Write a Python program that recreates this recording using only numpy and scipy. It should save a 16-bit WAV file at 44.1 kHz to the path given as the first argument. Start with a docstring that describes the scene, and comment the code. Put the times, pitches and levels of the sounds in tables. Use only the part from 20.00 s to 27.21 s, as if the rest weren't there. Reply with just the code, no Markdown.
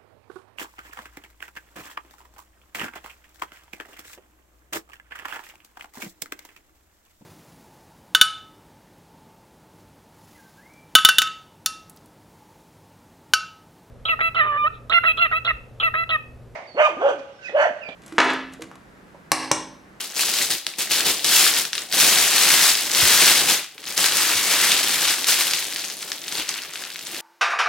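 """A sheet of cellophane is gathered and bunched round a gift basket, grab by grab, crackling and snapping.
From about 2 s hands and basket knock softly; from about 5.6 s a fist holds the neck as a ribbon is wound on.
Crinkles, pops and snaps are damped sine clicks, the low rustle is shaped noise, the knocks are decaying sines.
A small brick room answers with noise that follows the clicks, over a still hush; two close camera microphones listen."""
import sys
import numpy as np
from scipy import signal
from scipy.fft import rfft, irfft, next_fast_len
from scipy.io import wavfile
from scipy.ndimage import map_coordinates

SR = 44100
rng = np.random.default_rng(int(sys.argv[2]) if len(sys.argv) > 2 else 0)


def put_to_file(sound):
    """Save the sound as 16-bit audio at rate SR, in the file named by the first command-line argument."""
    columns = np.atleast_2d(sound).T  # one column per channel
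    safe = np.clip(columns, -1, 1)
    whole_steps = np.round(safe * 32767)
    wavfile.write(sys.argv[1], SR, whole_steps.astype(np.int16))


N = 317927

FINEST_HZ = 10900  # the highest pitch of a snap or pop
DECAY = np.log(1000)  # a fall of 60 dB, as an exponent


def amp(db):
    """Decibels to gain."""
    return 10 ** (np.asarray(db) / 20)


def unit(x):
    """Scale to rms 1."""
    return x / np.sqrt(np.mean(x ** 2) + 1e-20)


def along(points, hz):
    """(Hz, value) points read on a log frequency axis."""
    f, v = np.transpose(points)
    return np.interp(np.log(hz + 1), np.log(f + 1), v)


def curves(rows):
    """One value per sample for each column after the time."""
    s, *cols = np.transpose(rows)
    return [np.interp(np.arange(N) / SR, s, c) for c in cols]


def wobble(rate):
    """A smooth random curve, rate knots a second."""
    knots = rng.standard_normal(int(N * rate / SR) + 4)
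    return map_coordinates(knots, [np.arange(N) * rate / SR])


def filtered(x, response):
    """x times a response of frequency."""
    m = next_fast_len(N + SR // 2)
    return irfft(rfft(x, m) * response(np.fft.rfftfreq(m, 1 / SR)), m)[..., :N]


def coloured(x, spectrum, size=2048):
    """A causal minimum-phase filter of unit power, so that clicks keep their sharp fronts."""
    gain = unit(amp(along(spectrum, np.fft.rfftfreq(size, 1 / SR))))
    # folding the cepstrum forward in time makes the phase minimal
    cepstrum = irfft(np.log(gain))
    cepstrum[1:size // 2] *= 2
    cepstrum[size // 2 + 1:] = 0
    impulse = irfft(np.exp(rfft(cepstrum)))
    return signal.fftconvolve(x, impulse[None], axes=1)[:, :N]


def diffuse(pair, hz):
    """Two unrelated spectra become left and right: alike in the bass, mostly apart in the treble."""
    # likeness of left and right in diffuse sound: f/Hz, correlation
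    alike = [(100, .997), (600, 0.97), (1400, 0.84), (3100, 0.89), (5000, 0.044), (7500, 0.21),
             (15000, 0.49)]
    turn = np.arccos(np.clip(along(alike, hz), -1, 1)) / 2
    mid, side = pair[0] * np.cos(turn), pair[1] * np.sin(turn)
    return np.array([mid + side, mid - side])


def rush(spectrum):
    """Diffuse stereo noise of rms 1."""
    m = next_fast_len(N)
    hz = np.fft.rfftfreq(m, 1 / SR)
    spectra = diffuse(rfft(rng.standard_normal((2, m))), hz)
    return unit(irfft(spectra * amp(along(spectrum, hz)), m)[:, :N])


def clicks(s, peak, hz, cycles, lag_s, lag_spread_s, pan_db, size=112):
    """Sines that fall 60 dB in a few cycles, each from its own place; a positive lag lets the left lead."""
    place, facing = rng.standard_normal((len(s), 2)).T
    # begin 4 samples early, as one side may lead
    index = (s * SR).astype(int)[:, None] + np.arange(size) - 4
    out = []
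    for side in (1, -1):
        start = s - side * (lag_s + lag_spread_s * place) / 2
        turns = np.maximum(index / SR - start[:, None], 0) * hz[:, None]
        turns = turns.astype(np.float32)
        wave = np.sin(2 * np.pi * turns) * np.exp(-turns * float(DECAY / cycles))
        wave *= (peak * amp(side * pan_db * facing / 2))[:, None]
        out.append(np.bincount(np.clip(index, 0, N).ravel(), wave.ravel(), N + 1)[:N])
    return np.array(out)


def click_peak(db, hz, cycles):
    """Peak of a click with this rms over 1 ms: the shorter it is, the taller it stands."""
    return amp(db) * np.sqrt(4 * DECAY * hz / cycles / 1000)


def radiated(x):
    """A small patch of film radiates little bass, and its flip is too slow for the top treble."""
    return signal.sosfilt(signal.butter(3, [1350, 11000], "band", fs=SR, output="sos"), x)


def work(idle_db=-54, close_s=.1):
    """How hard the film is worked, in dB: each grab rises, holds and lets go; at the end the fist holds on."""
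    # each grab, pull or squeeze of the hands: start t/s, rise/s, hold/s, work/dB, change over the hold/dB
    grabs = [(0.0, .003, .11, -28, -12), (0.152, .06, .015, -18.5, -0.5), (0.24, .05, .14, -22.5, 2),
             (0.496, .014, .02, -17.5, -2), (0.664, .004, .05, -31, -10), (0.782, .01, .03, -20, -2),
             (0.893, .02, .095, -18.5, -2), (1.047, .02, .022, -15, 1), (1.11, .03, .09, -28, -6),
             (1.242, .005, .09, -18.5, 1.5), (1.32, .06, .095, -14, -1), (1.52, .05, .025, -20, 0),
             (1.721, .03, .08, -34, -1), (1.922, .1, .22, -13, -3), (2.22, .26, .22, -14, -1.5),
             (2.743, .03, .15, -26, -1), (2.915, .11, .29, -14.5, 1.5), (3.33, .04, .065, -18, -2),
             (3.46, .04, .025, -15, -1), (3.775, .01, .06, -42, -1), (3.86, .02, .07, -31, -1),
             (3.965, .015, .08, -21, 3), (4.09, .08, .27, -19.5, -1.5), (4.43, .1, .24, -18, 1),
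             (4.79, .05, .28, -23, 4), (5.17, .02, .06, -29, 0), (5.262, .025, .05, -15.5, -1),
             (5.359, .04, .18, -20.5, -7), (6.299, .04, .06, -30.5, 5), (6.485, .006, .025, -27, -4)]
    # the fist on the neck while the ribbon is wound on: t/s, work/dB
    fist = [(5.6, -31), (5.78, -30.5), (5.97, -38), (6.1, -33), (6.2, -41), (6.28, -34), (6.46, -38),
            (6.56, -33), (6.7, -40), (6.8, -34), (6.92, -39.5), (7.04, -39), (7.13, -32)]
    lead_db, lead_db_per_s = -15, 500  # a few creases give way just before a grab takes hold
    # the crinkle dies away on letting go, faster after a quick flick, then stops
    release_db_per_s, flick_db, stop_s = 175, 4, .135
    t = np.arange(N) / SR
    fist_db, = curves(fist)
    closing = np.clip(1 + (t - fist[0][0]) / close_s, 0, 1)
    power = amp(idle_db) ** 2 + amp(fist_db) ** 2 * closing
    for start, rise, hold, db, change_db in grabs:
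        lead = amp(lead_db - lead_db_per_s * np.maximum(start - t, 0)) ** 2
        attack = np.clip((t - start) / rise, lead, 1)
        held = np.clip((t - start - rise) / hold, 0, 1)
        after = np.maximum(t - start - rise - hold, 0)
        moving = np.exp(-(after / stop_s) ** 6)
        fall_db = (release_db_per_s + flick_db / (rise + hold)) * after
        power = power + attack * moving * amp(db + change_db * held - fall_db) ** 2
    return 10 * np.log10(power)


def crinkle(work_db, tight_db, wide_db, per_second=4400, crowding=.92, clump_db=1.81, biggest=2.9):
    """Countless small buckles: harder work makes them denser and louder; the size of a facet sets its pitch."""
    # how unequal the buckles are: f/Hz, scatter of size/dB
    spread = [(1200, 2.5), (3500, 3.5), (8500, 3), (12500, -3)]
    # overall colour of the crinkle: f/Hz, relative level/dB
    colour = [(400, -26.5), (750, -10), (1150, -6.5), (1600, -3.5), (2400, -1), (4200, 2), (6300, 0),
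              (9000, -1), (12000, -4), (16000, -7.5)]
    rate = per_second * amp(crowding * (work_db + 21))
    # one buckle sets off its neighbours, so they come in clumps
    clumps = amp(clump_db * (wobble(50) + wobble(260)))
    passed = np.cumsum(rate * clumps / clumps.mean()) / SR
    at = np.searchsorted(passed, rng.uniform(0, passed[-1], int(passed[-1])))
    hz = np.geomspace(900, 17000, 256)[rng.integers(256, size=len(at))]
    # most are tiny and a few large; a facet may pop in or out
    size_db = along(spread, hz) * np.minimum(rng.standard_normal(len(at)), biggest)
    strength = unit(amp(size_db)) * rng.choice([-1, 1], len(at))
    # wide facets speak below 4 kHz, tight folds above
    octaves = np.clip(np.log2(hz / 4000), -1, 1)
    fold_db = np.abs(octaves) * np.where(octaves > 0, tight_db[at], wide_db[at])
    # small facets flip faster and so radiate a taller pulse
    peak = strength * unit(hz) * amp(work_db[at] + fold_db) * np.sqrt(SR / rate[at])
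    # clicks below 9 kHz reach the left a little first; on average the finest fizz reaches both sides together
    lag_s = 2.9e-5 * (hz < 9000)
    buckles = clicks(at / SR, peak, hz, cycles=5.28, lag_s=lag_s, lag_spread_s=1.2e-5, pan_db=-0.5)
    return coloured(buckles, colour)


def snaps(run_s=0.00123, follow_db=-7, scatter=0.34, cycles=4, count=6):
    """A long crease flips with one sharp click; weaker, mostly higher ones run along it at once."""
    # single creases that flip over: t/s, rms level over 1 ms before the radiation filter/dB, f/Hz
    creases = [(0.339, -14, 4450), (0.3871, -14.5, 4500), (0.6667, -11.3, 4160), (0.9161, -11.5, 4880),
               (1.0073, -12.2, 4640), (1.2452, -11.5, 5260), (1.6523, -15, 4860), (1.7313, -12, 4210),
               (1.7528, -16.5, 5070), (1.7798, -13.5, 3650), (1.926, -13, 4510), (2.7533, -11.7, 4710),
               (2.9158, -13, 6330), (2.9493, -11.5, 4770), (3.6434, -25.1, 5270), (3.78, -27.4, 3160),
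               (3.8407, -26.5, 3540), (3.9775, -8.7, 5830), (4.0429, -8, 4680), (4.1217, -13.4, 3490),
               (4.7189, -8.4, 3640), (4.8319, -11.3, 4000), (5.0528, -10.6, 3340), (5.2437, -13.5, 4030),
               (5.5109, -15.7, 4390), (5.5349, -9.5, 4180), (5.5865, -16.8, 4380), (5.6256, -16.5, 3800),
               (5.7252, -19.6, 2910), (5.761, -15.5, 4230), (5.8441, -20.1, 4900), (5.9004, -20.5, 5200),
               (6.0276, -21, 3500), (6.1183, -14.2, 4960), (6.2812, -18.6, 5750), (6.3243, -17.5, 5670),
               (6.3978, -17.5, 3280), (6.491, -13, 5730), (6.5424, -22.5, 6170), (6.578, -23.7, 4520),
               (6.7363, -25.9, 6340), (6.7569, -22, 2500), (6.8383, -23.3, 3500), (6.903, -25.1, 4420),
               (6.959, -24.5, 3490), (6.9915, -24.6, 4160), (7.0691, -24.5, 5220)]
    s, db, hz = np.transpose(creases)
    follows = np.arange(count) > 0
    times = s[:, None] + follows * run_s * rng.random((len(s), count))
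    share = np.where(follows, amp(follow_db) * (2 * rng.random(times.shape) - 1), 1)
    share /= np.linalg.norm(share, axis=1, keepdims=True)
    rise = np.exp(follows * scatter * (1 + rng.standard_normal(times.shape)))
    pitch = np.minimum(hz[:, None] * rise, FINEST_HZ)
    peak = share * click_peak(db[:, None], pitch, cycles)
    return radiated(clicks(times.ravel(), peak.ravel(), pitch.ravel(), cycles,
                           lag_s=2.2e-5, lag_spread_s=1e-5, pan_db=1.5))


def pops(work_db, per_second=40, pitch_hz=4200, cycles=11):
    """Here and there a stiffer facet pops out of the crowd and rings briefly at its own pitch."""
    pop_db, scatter_db = -19, 3  # rms over 1 ms at -20 dB of work, before the radiation filter
    growth = .62  # dB per dB of work: a pop stands out most when the film is nearly still
    at = rng.integers(N, size=round(per_second * N / SR))
    size, pitch = np.clip(rng.standard_normal((2, len(at))), -2, 1.5)
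    hz = np.minimum(pitch_hz * np.exp(.55 * pitch), FINEST_HZ)
    db = pop_db + growth * (work_db[at] + 20) + scatter_db * size
    return radiated(clicks(at / SR, click_peak(db, hz, cycles), hz, cycles,
                           lag_s=2.2e-5, lag_spread_s=1e-5, pan_db=1.5))


def flexing(work_db, rustle_db, growth=0.6, flutter_db=1.8):
    """The broad sheet bends and slides over the basket: a low, uneven rustle that grows with the work."""
    # colour of the low rustle: f/Hz, relative level/dB
    flex = [(25, -42), (45, -33), (60, -17), (78, -15), (92, -5.5), (120, -15.5), (155, -2), (250, -3),
            (320, 2.5), (480, -0.5), (800, -1), (1300, -15), (2500, -11)]
    level_db = rustle_db + growth * (work_db + 24) + flutter_db * wobble(70)
    return amp(level_db) * rush(flex)


def bumps(rise_s=0.0041):
    """Hands and basket knock softly: dull, short thuds of decaying sines with a softened front."""
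    # soft knocks: t/s, level before the soft front and decay/dB, f/Hz, t60/s
    knocks = [(2.21, -43, 34, .4), (3.019, -31, 154, .16), (3.023, -27.5, 103, 0.16), (3.03, -31, 62, 0.18),
              (3.225, -44, 70, .2), (4.35, -40, 91, .2), (5.094, -31, 313, 0.083), (6.385, -47, 75.5, .2),
              (6.395, -30, 313, 0.069), (7.135, -33, 343.5, 0.097)]
    out = np.zeros(N)
    for s, db, hz, t60 in knocks:
        t = np.arange(N - round(s * SR)) / SR
        envelope = np.exp(-DECAY * t / t60) * (1 - np.exp(-t / rise_s))
        out[N - len(t):] += amp(db) * np.sin(2 * np.pi * hz * t) * envelope
    return out


def room(x, near_db=-9, near_t60=.025, walls_db=-3.5, size=128):
    """Sound scatters briefly among the folds and off the table, then lingers between the walls."""
    # decay between the walls: f/Hz, t60/s
    walls = [(2000, 0.4), (5000, 0.36), (15000, 0.27)]
    hz, t, z = signal.stft(x, SR, nperseg=size)
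    power = np.mean(np.abs(z) ** 2, axis=0)
    lag = t[t < .5]

    def decay(t60):
        """Share of the energy that returns at each delay."""
        share = np.exp(-2 * DECAY * lag / t60) * (lag > 0)
        return share / share.sum(axis=-1, keepdims=True)

    near = amp(near_db) ** 2 * decay(near_t60)
    answer = near + amp(walls_db) ** 2 * decay(along(walls, hz)[:, None])
    lingering = np.abs(signal.fftconvolve(power, answer, axes=1)[:, :len(t)])
    # every buckle comes from another place, so the echoes merge into noise
    noise = diffuse(signal.stft(rng.standard_normal((2, N)), SR, nperseg=size)[2], hz[:, None])
    return signal.istft(noise / noise.std() * np.sqrt(lingering), SR, nperseg=size)[1][:, :N]


def still_room(level_db=-66.5):
    """The steady hush of the still room: diffuse noise that weakens towards the treble."""
    # colour of the hush: f/Hz, relative level/dB
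    hush = [(25, -4), (150, 2), (1500, -5), (16000, -19)]
    return amp(level_db) * rush(hush)


def scene():
    """The film in its room, a little to the left."""
    # how the sheet is held: t/s, lift of tight folds an octave or more above 4 kHz/dB,
    # lift of wide facets an octave or more below/dB, broad rustle level at -24 dB of work/dB
    folds = [(0.0, 2, 3, -38.5), (0.52, -.5, -8.5, -36), (0.95, -1.5, -3, -37.5), (1.08, -1, -4, -31.5),
             (1.36, 1.8, 0, -37), (2.08, 0.5, 0.5, -34), (2.45, 0, 2.5, -35.5), (2.77, 1.1, 2, -37.5),
             (3.25, 0.5, 3.5, -32.5), (3.7, 1, 2.5, -35.5), (3.98, 2, 3.8, -35.5), (4.63, -0.5, 5.5, -35),
             (5.4, 2, 3, -37.5), (6.1, 1.8, -0.5, -35.5), (6.4, -2, 3.5, -36.5), (6.7, -1, 8, -37.5),
             (7.0, 0.5, -0.5, -38.5), (7.2, -3, 3.5, -35.5)]
    # stereo balance: f/Hz, left minus right level/dB
    balance = [(200, -0.5), (700, 1.5), (1300, 1.1), (4400, 2), (8000, 3), (13000, -.2)]
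    work_db = work()
    tight_db, wide_db, rustle_db = curves(folds)
    film = amp(-3.0) * crinkle(work_db, tight_db, wide_db) + pops(work_db) + snaps()
    sound = film + room(film) + flexing(work_db, rustle_db) + bumps() + still_room()
    return filtered(sound, lambda hz: amp(np.outer([1, -1], along(balance, hz)) / 2))


def record(dry):
    """The camera keeps nothing above its band limit of 15950 Hz."""
    return filtered(dry, lambda hz: hz < 15950)


dry = scene()
out = record(dry)
put_to_file(out)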